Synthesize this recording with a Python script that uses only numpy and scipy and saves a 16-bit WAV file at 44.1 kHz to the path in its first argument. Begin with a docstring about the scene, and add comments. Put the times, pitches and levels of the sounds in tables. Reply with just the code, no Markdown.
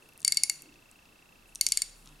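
"""In a quiet workshop one hears hiss, a low drone and fast soft pulsing; a glove rubs and loose parts tick.
A gloved hand close by turns the gear of an opened ratchet head: in two short runs, near the start and
near the end, the pawl drops over the teeth. Each drop makes decaying sines ring and a noise burst crack.
A hum comes and goes, and the drone swells near the end. Filtered noise, dying away, answers as the small room."""
import sys
import numpy as np
from scipy import signal
from scipy.fft import rfft, irfft
from scipy.io import wavfile

SR = 44100
rng = np.random.default_rng(int(sys.argv[2]) if len(sys.argv) > 2 else 0)


def master_out(mix):
    """Clip the mix to full scale and print it as 16-bit PCM to the path in sys.argv[1]."""
    frames = np.transpose(np.atleast_2d(mix))
    ceiling = np.clip(frames, -1, 1)
    pcm = np.round(ceiling * 32767).astype(np.int16)
    wavfile.write(sys.argv[1], SR, pcm)


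N = 97020  # length in samples
TIME = np.arange(N) / SR  # seconds


def from_db(db):
    """Turn decibels into a gain."""
    return 10 ** (np.asarray(db) / 20)


def rms_one(x):
    """Scale a sound to an average (rms) level of 1."""
    return x / np.sqrt(np.mean(x ** 2) + 1e-20)


def at_hz(points):
    """Read a table of (Hz, value) at every FFT bin, in straight lines over log frequency."""
    hz, value = np.transpose(points)
    bin_hz = np.arange(N // 2 + 1) * SR / N
    return np.interp(np.log(bin_hz + 1), np.log(hz + 1), value)


def over_time(points):
    """Read a table of (seconds, value) at every sample."""
    return np.interp(TIME, *np.transpose(points))


def dying(start, t60):
    """An envelope that jumps to 1 and dies away by 60 dB in t60 seconds."""
    progress = np.clip((TIME - start) / t60, 0, 10)
    return (TIME >= start) * np.exp(-np.log(1000) * progress)


def noise(spectrum):
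    """Mono noise of a given colour, rms 1."""
    return rms_one(irfft(rfft(rng.standard_normal(N)) * from_db(at_hz(spectrum)), N))


def stereo_noise(spectrum, likeness):
    """Stereo noise of a given colour, rms 1; the sides are the same at likeness 1 and unrelated at 0."""
    mid, side = rfft(rng.standard_normal((2, N))) * from_db(at_hz(spectrum))
    shared = np.sqrt(1 + likeness) * mid
    opposed = np.sqrt(1 - likeness) * side * [[1], [-1]]
    return rms_one(irfft(shared + opposed, N))


def band_noise(hz, width):
    """Noise in a soft-edged band, rms 1; its edges lie a factor of width either side of hz."""
    sos = signal.butter(2, [hz / width, hz * width], "band", fs=SR, output="sos")
    return rms_one(signal.sosfilt(sos, rng.standard_normal(N)))


def burst(source, start, t60):
    """A short dying piece of noise with a set energy."""
    envelope = dying(start, t60)
    return rms_one(source * envelope) * np.sqrt(np.mean(envelope ** 2))


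def ring(clicks, hz, t60):
    """A resonance: each unit click sets off a sine that starts at height 1 and dies away."""
    r = np.exp(-np.log(1000) / (t60 * SR))  # what is left after one sample
    w = 2 * np.pi * hz / SR
    # the tiny offset keeps the filter away from extremely small numbers
    return signal.lfilter([0, np.sin(w)], [1, -2 * r * np.cos(w), r * r], clicks + 1e-18)


def tone(hz):
    """A steady sine of rms 1 with a random phase."""
    return np.sqrt(2) * np.sin(2 * np.pi * (hz * TIME + rng.random()))


def room_hiss():
    """Steady coloured noise whose left-right likeness depends on frequency."""
    # Colour of the hiss. Each row: frequency in Hz, relative level in dB per Hz.
    hiss_colour = [(20, -4), (40, -10.5), (60, -4.5), (100, -4.5), (220, -3.5), (400, -7.5), (700, -9),
                   (1250, -9.5), (2000, -13.5), (4000, -16), (8000, -21), (12000, -22), (16000, -30)]
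    # Each row: frequency in Hz, left-right likeness from 0 to 1.
    hiss_likeness = [(60, .99), (150, 0.92), (380, 0.5), (950, 0.078), (2400, 0.27), (6000, 0.74),
                     (15000, 1)]
    hiss_db = -61
    return from_db(hiss_db) * stereo_noise(hiss_colour, at_hz(hiss_likeness))


def low_drone():
    """One deep sine whose level drifts."""
    # Level of the drone. Each row: time in seconds, level in dB.
    drone_level = [(0.0, -77), (0.02, -78.5), (0.78, -70), (1.31, -76), (1.38, -65.5), (2.11, -58),
                   (2.2, -61)]
    drone_hz = 32.4
    return from_db(over_time(drone_level)) * tone(drone_hz)


def wavering_hum():
    """A sine and its weaker octave swell and fade together."""
    # Level of the lower tone. Each row: time in seconds, level in dB.
    hum_level = [(0, -87), (0.17, -76), (0.32, -67.5), (0.5, -69.5), (0.68, -71), (0.82, -85), (1.98, -84),
                 (2.12, -60), (2.2, -72)]
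    hum_hz, octave_db = 149, -4.5
    both = tone(hum_hz) + from_db(octave_db) * tone(2 * hum_hz)
    return from_db(over_time(hum_level)) * both


def hand():
    """The glove rubs and nudges the tool: each touch is a band of noise that swells quickly and fades."""
    # Soft rubs and bumps.
    # Each row: start in seconds, length in seconds, noise level before the swell in dB, centre in Hz.
    rubs = [(0, .2, -68, 380), (0, .18, -70, 9000), (0.62, .24, -60, 290), (1.46, .09, -66, 9500),
            (1.94, .36, -65, 9500), (2.0, .25, -68, 220), (2.04, .14, -68, 1100), (2.03, .24, -66, 3300)]
    width, attack_s = 1.245, 0.025
    total = np.zeros(N)
    for start, length, db, hz in rubs:
        swell = np.interp(TIME, [start, start + attack_s, start + length], [0, 1, 0])
        total += from_db(db) * band_noise(hz, width) * swell
    return total


def fast_pulsing():
    """Evenly spaced soft pulses, slightly uneven in level, set one small resonance ringing."""
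    # How the pulsing weakens, then partly returns. Each row: time in seconds, level change in dB.
    pulse_fade = [(0, -1), (1.6, -2), (1.85, -10), (2.2, -4)]
    first_s, pulses_per_s = .0235, 30
    pulse_hz, pulse_db, scatter_db = 2672, -48, 1.3
    t60_s, rise_s = 0.029, 0.00054
    start = np.arange(first_s, N / SR, 1 / pulses_per_s)
    level_db = pulse_db + np.interp(start, *np.transpose(pulse_fade))
    level_db += scatter_db * rng.standard_normal(len(start))
    pulses = np.zeros(N)
    pulses[(start * SR).astype(int)] = from_db(level_db)
    # taking away a very short ring softens the start; log(1000) turns its time constant into a t60
    return ring(pulses, pulse_hz, t60_s) - ring(pulses, pulse_hz, rise_s * np.log(1000))


def loose_parts():
    """Loose parts touch lightly: dry bursts of noise, too light to ring the head."""
    # Each row: start in seconds, level in dB, centre in Hz.
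    touches = [(0.089, -47.5, 8440), (0.135, -49.5, 10500), (0.1769, -39, 10700), (0.1932, -54, 9000),
               (0.1982, -46, 9500), (0.2042, -40.5, 8000), (0.2178, -39, 6500), (0.229, -40, 6000),
               (0.272, -32, 5500), (0.3458, -27, 6440), (0.6212, -35, 10900), (0.741, -49.5, 4500),
               (0.9135, -44, 8000), (1.0549, -51.5, 4000), (1.550, -33, 8900), (1.5569, -26, 7460),
               (1.6877, -21, 7200), (2.0588, -45, 6760), (2.0738, -41.5, 4170), (2.09, -49.5, 6000)]
    t60_s, width = 0.0068, 1.41
    return sum(from_db(db) * burst(band_noise(hz, width), start, t60_s) for start, db, hz in touches)


def chatter(x):
    """The pawl chatters as it seats: an all-pass filter adds quickly dying rebounds and keeps the colour."""
    spacing_s, share = .0007, 0.48
    a = np.zeros(int(spacing_s * SR) + 1)
    a[0], a[-1] = 1, share
    return signal.lfilter(a[::-1], a, x)


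def pawl():
    """At each tooth the pawl slips lightly, then lands hard: the steel head rings and the contact cracks."""
    # The pawl drops into a tooth.
    # Each row: landing in seconds, ring in dB, crack in dB, tilt of the ring in dB per octave.
    drops = [(0.248, 0.5, -16.5, 2), (0.2784, 1, -14, 0), (0.3217, -0.5, -14.5, -1.5),
             (0.3713, 0, -11, -0.5), (0.435, 1.5, -12, 0), (0.497, -1, -13, -3), (1.6112, -1, -9, 3.5),
             (1.6658, -2.2, -8.5, -0.5), (1.7209, -1.7, -10, 1), (1.7726, -3, -11.5, 1),
             (1.8196, -3, -16, 2)]
    # Ringing tones (modes) of the steel head. Each row: frequency in Hz, relative level in dB, t60 in seconds.
    modes = [(819, -35, 0.077), (2175, -28, 0.031), (2815, -38.5, 0.037), (3650, -40, 0.017),
             (4296, -22, 0.0081), (4561, -17.5, 0.028), (5540, -29, 0.036), (6130, -15, 0.0019),
             (7128, -13, 0.011), (8225, -12, 0.0043), (9675, -10, 0.0031), (11500, -29, 0.005),
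             (13280, -20, 0.0039), (15900, -39, .01)]
    # Colour of the crack before its lower tones are weakened.
    # Each row: frequency in Hz, relative level in dB.
    crack_colour = [(700, -17), (1500, -5.5), (3000, -20.5), (4500, -7), (6000, 0.5), (8000, -7.5),
                    (10000, -5), (12000, -9.5), (14000, -37.5), (16000, -33)]
    mode_scatter_db = 1.77
    slip_lead_s, slip_db = .0013, -17.5  # the pawl slips off the tooth tip just before it lands
    slip_tilt_db = -5  # dB per octave: the slip is a softer contact
    crack_t60_s = 0.0037
    crack_above_hz = 2730  # the crack is thin and bright, with its lower tones weakened

    landing, ring_db, crack_db, tilt_db = np.transpose(drops)
    scatter = rng.standard_normal((len(landing), len(modes)))
    centre = np.median([mode[0] for mode in modes])
    head = np.zeros(N)
    for k, (hz, db, t60) in enumerate(modes):
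        octaves = np.log2(max(hz / centre, .5))  # tilts stop one octave below the centre
        force = from_db(db + ring_db + tilt_db * octaves + mode_scatter_db * scatter[:, k])
        slip_gain = from_db(slip_db + slip_tilt_db * octaves)
        hits = np.zeros(N)
        hits[(landing * SR).astype(int)] = force
        hits[((landing - slip_lead_s) * SR).astype(int)] = force * slip_gain
        head += (-1) ** k * ring(hits, hz, t60)  # neighbouring modes start in opposite directions

    grit = noise(crack_colour)
    cracks = sum(from_db(db) * burst(grit, start, crack_t60_s) for start, db in zip(landing, crack_db))
    high_pass = signal.butter(1, crack_above_hz, "high", fs=SR, output="sos")
    return chatter(head), signal.sosfilt(high_pass, cracks)


def thin_and_soften(x):
    """The clicks and ticks are thinned below about 2 kHz and softened above about 13 kHz."""
    thin_below_hz, soften_above_hz = 2067, 12800
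    x = signal.sosfilt(signal.butter(3, thin_below_hz, "high", fs=SR, output="sos"), x)
    return signal.sosfilt(signal.butter(4, soften_above_hz, fs=SR, output="sos"), x)


def workshop(x):
    """Quick reflections off the bench and one near echo, with a diffuse tail whose treble dies first."""
    # What the bench and the walls give back. Each row: frequency in Hz, relative level in dB.
    room_colour = [(500, 9), (1200, 6.5), (2200, 0), (2800, 5), (4500, -1), (6300, -1.5), (8400, -1),
                   (10500, 0.5), (12000, -4), (16000, -11)]
    # Each row: frequency in Hz, left-right likeness of the tail from 0 to 1.
    tail_likeness = [(60, 0.46), (240, 0.72), (950, 0.23), (3770, 0.69), (15000, 1)]
    room_db, room_t60_s, treble_t60_s, room_delay_s = -15, 0.55, .33, 0.016
    bench_db, bench_t60_s, bench_delay_s, bench_likeness = -16, 0.14, 0.0044, 0.6
    echo_s, echo_db = .0142, -30  # one distinct reflection from a near surface

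    diffuse = stereo_noise(room_colour, at_hz(tail_likeness))
    low = signal.sosfiltfilt(signal.butter(2, 6500, fs=SR, output="sos"), diffuse)
    treble = diffuse - low
    tail = low * dying(room_delay_s, room_t60_s) + treble * dying(room_delay_s, treble_t60_s)
    bench = stereo_noise(room_colour, bench_likeness) * dying(bench_delay_s, bench_t60_s)
    response = from_db(room_db) * rms_one(tail) + from_db(bench_db) * rms_one(bench)
    response /= np.sqrt(N)  # the levels now set the energy of the whole response
    response[:, int(echo_s * SR)] += from_db(echo_db)
    return signal.fftconvolve(x[None], response, axes=1)[:, :N]


def scene():
    """The ratchet close by and a little to the left, its room, and the quiet sounds around it."""
    # Where the ratchet lies. Each row: frequency in Hz, left minus right in dB.
    pan = [(1300, 4), (2300, 0), (4500, 3), (8000, 1.34), (15000, 1.1)]
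    room_ring_db, room_crack_db = -1.5, 2.5  # the cracks spread into the room more than the ring does
    head, cracks = (thin_and_soften(part) for part in pawl())
    ticks = thin_and_soften(loose_parts())
    side_gains = from_db(at_hz(pan) * [[.5], [-.5]])
    direct = irfft(rfft(head + cracks + ticks) * side_gains, N)
    room = workshop(from_db(room_ring_db) * head + from_db(room_crack_db) * cracks + ticks)
    background = room_hiss() + low_drone() + wavering_hum()
    return direct + room + hand() + fast_pulsing() + background


def record(dry):
    """The top is cut steeply by a low-pass filter."""
    cutoff_hz = 16900  # from here up at least 60 dB down
    return signal.sosfilt(signal.cheby2(16, 60, cutoff_hz, fs=SR, output="sos"), dry)


dry = scene()
out = record(dry)
master_out(out)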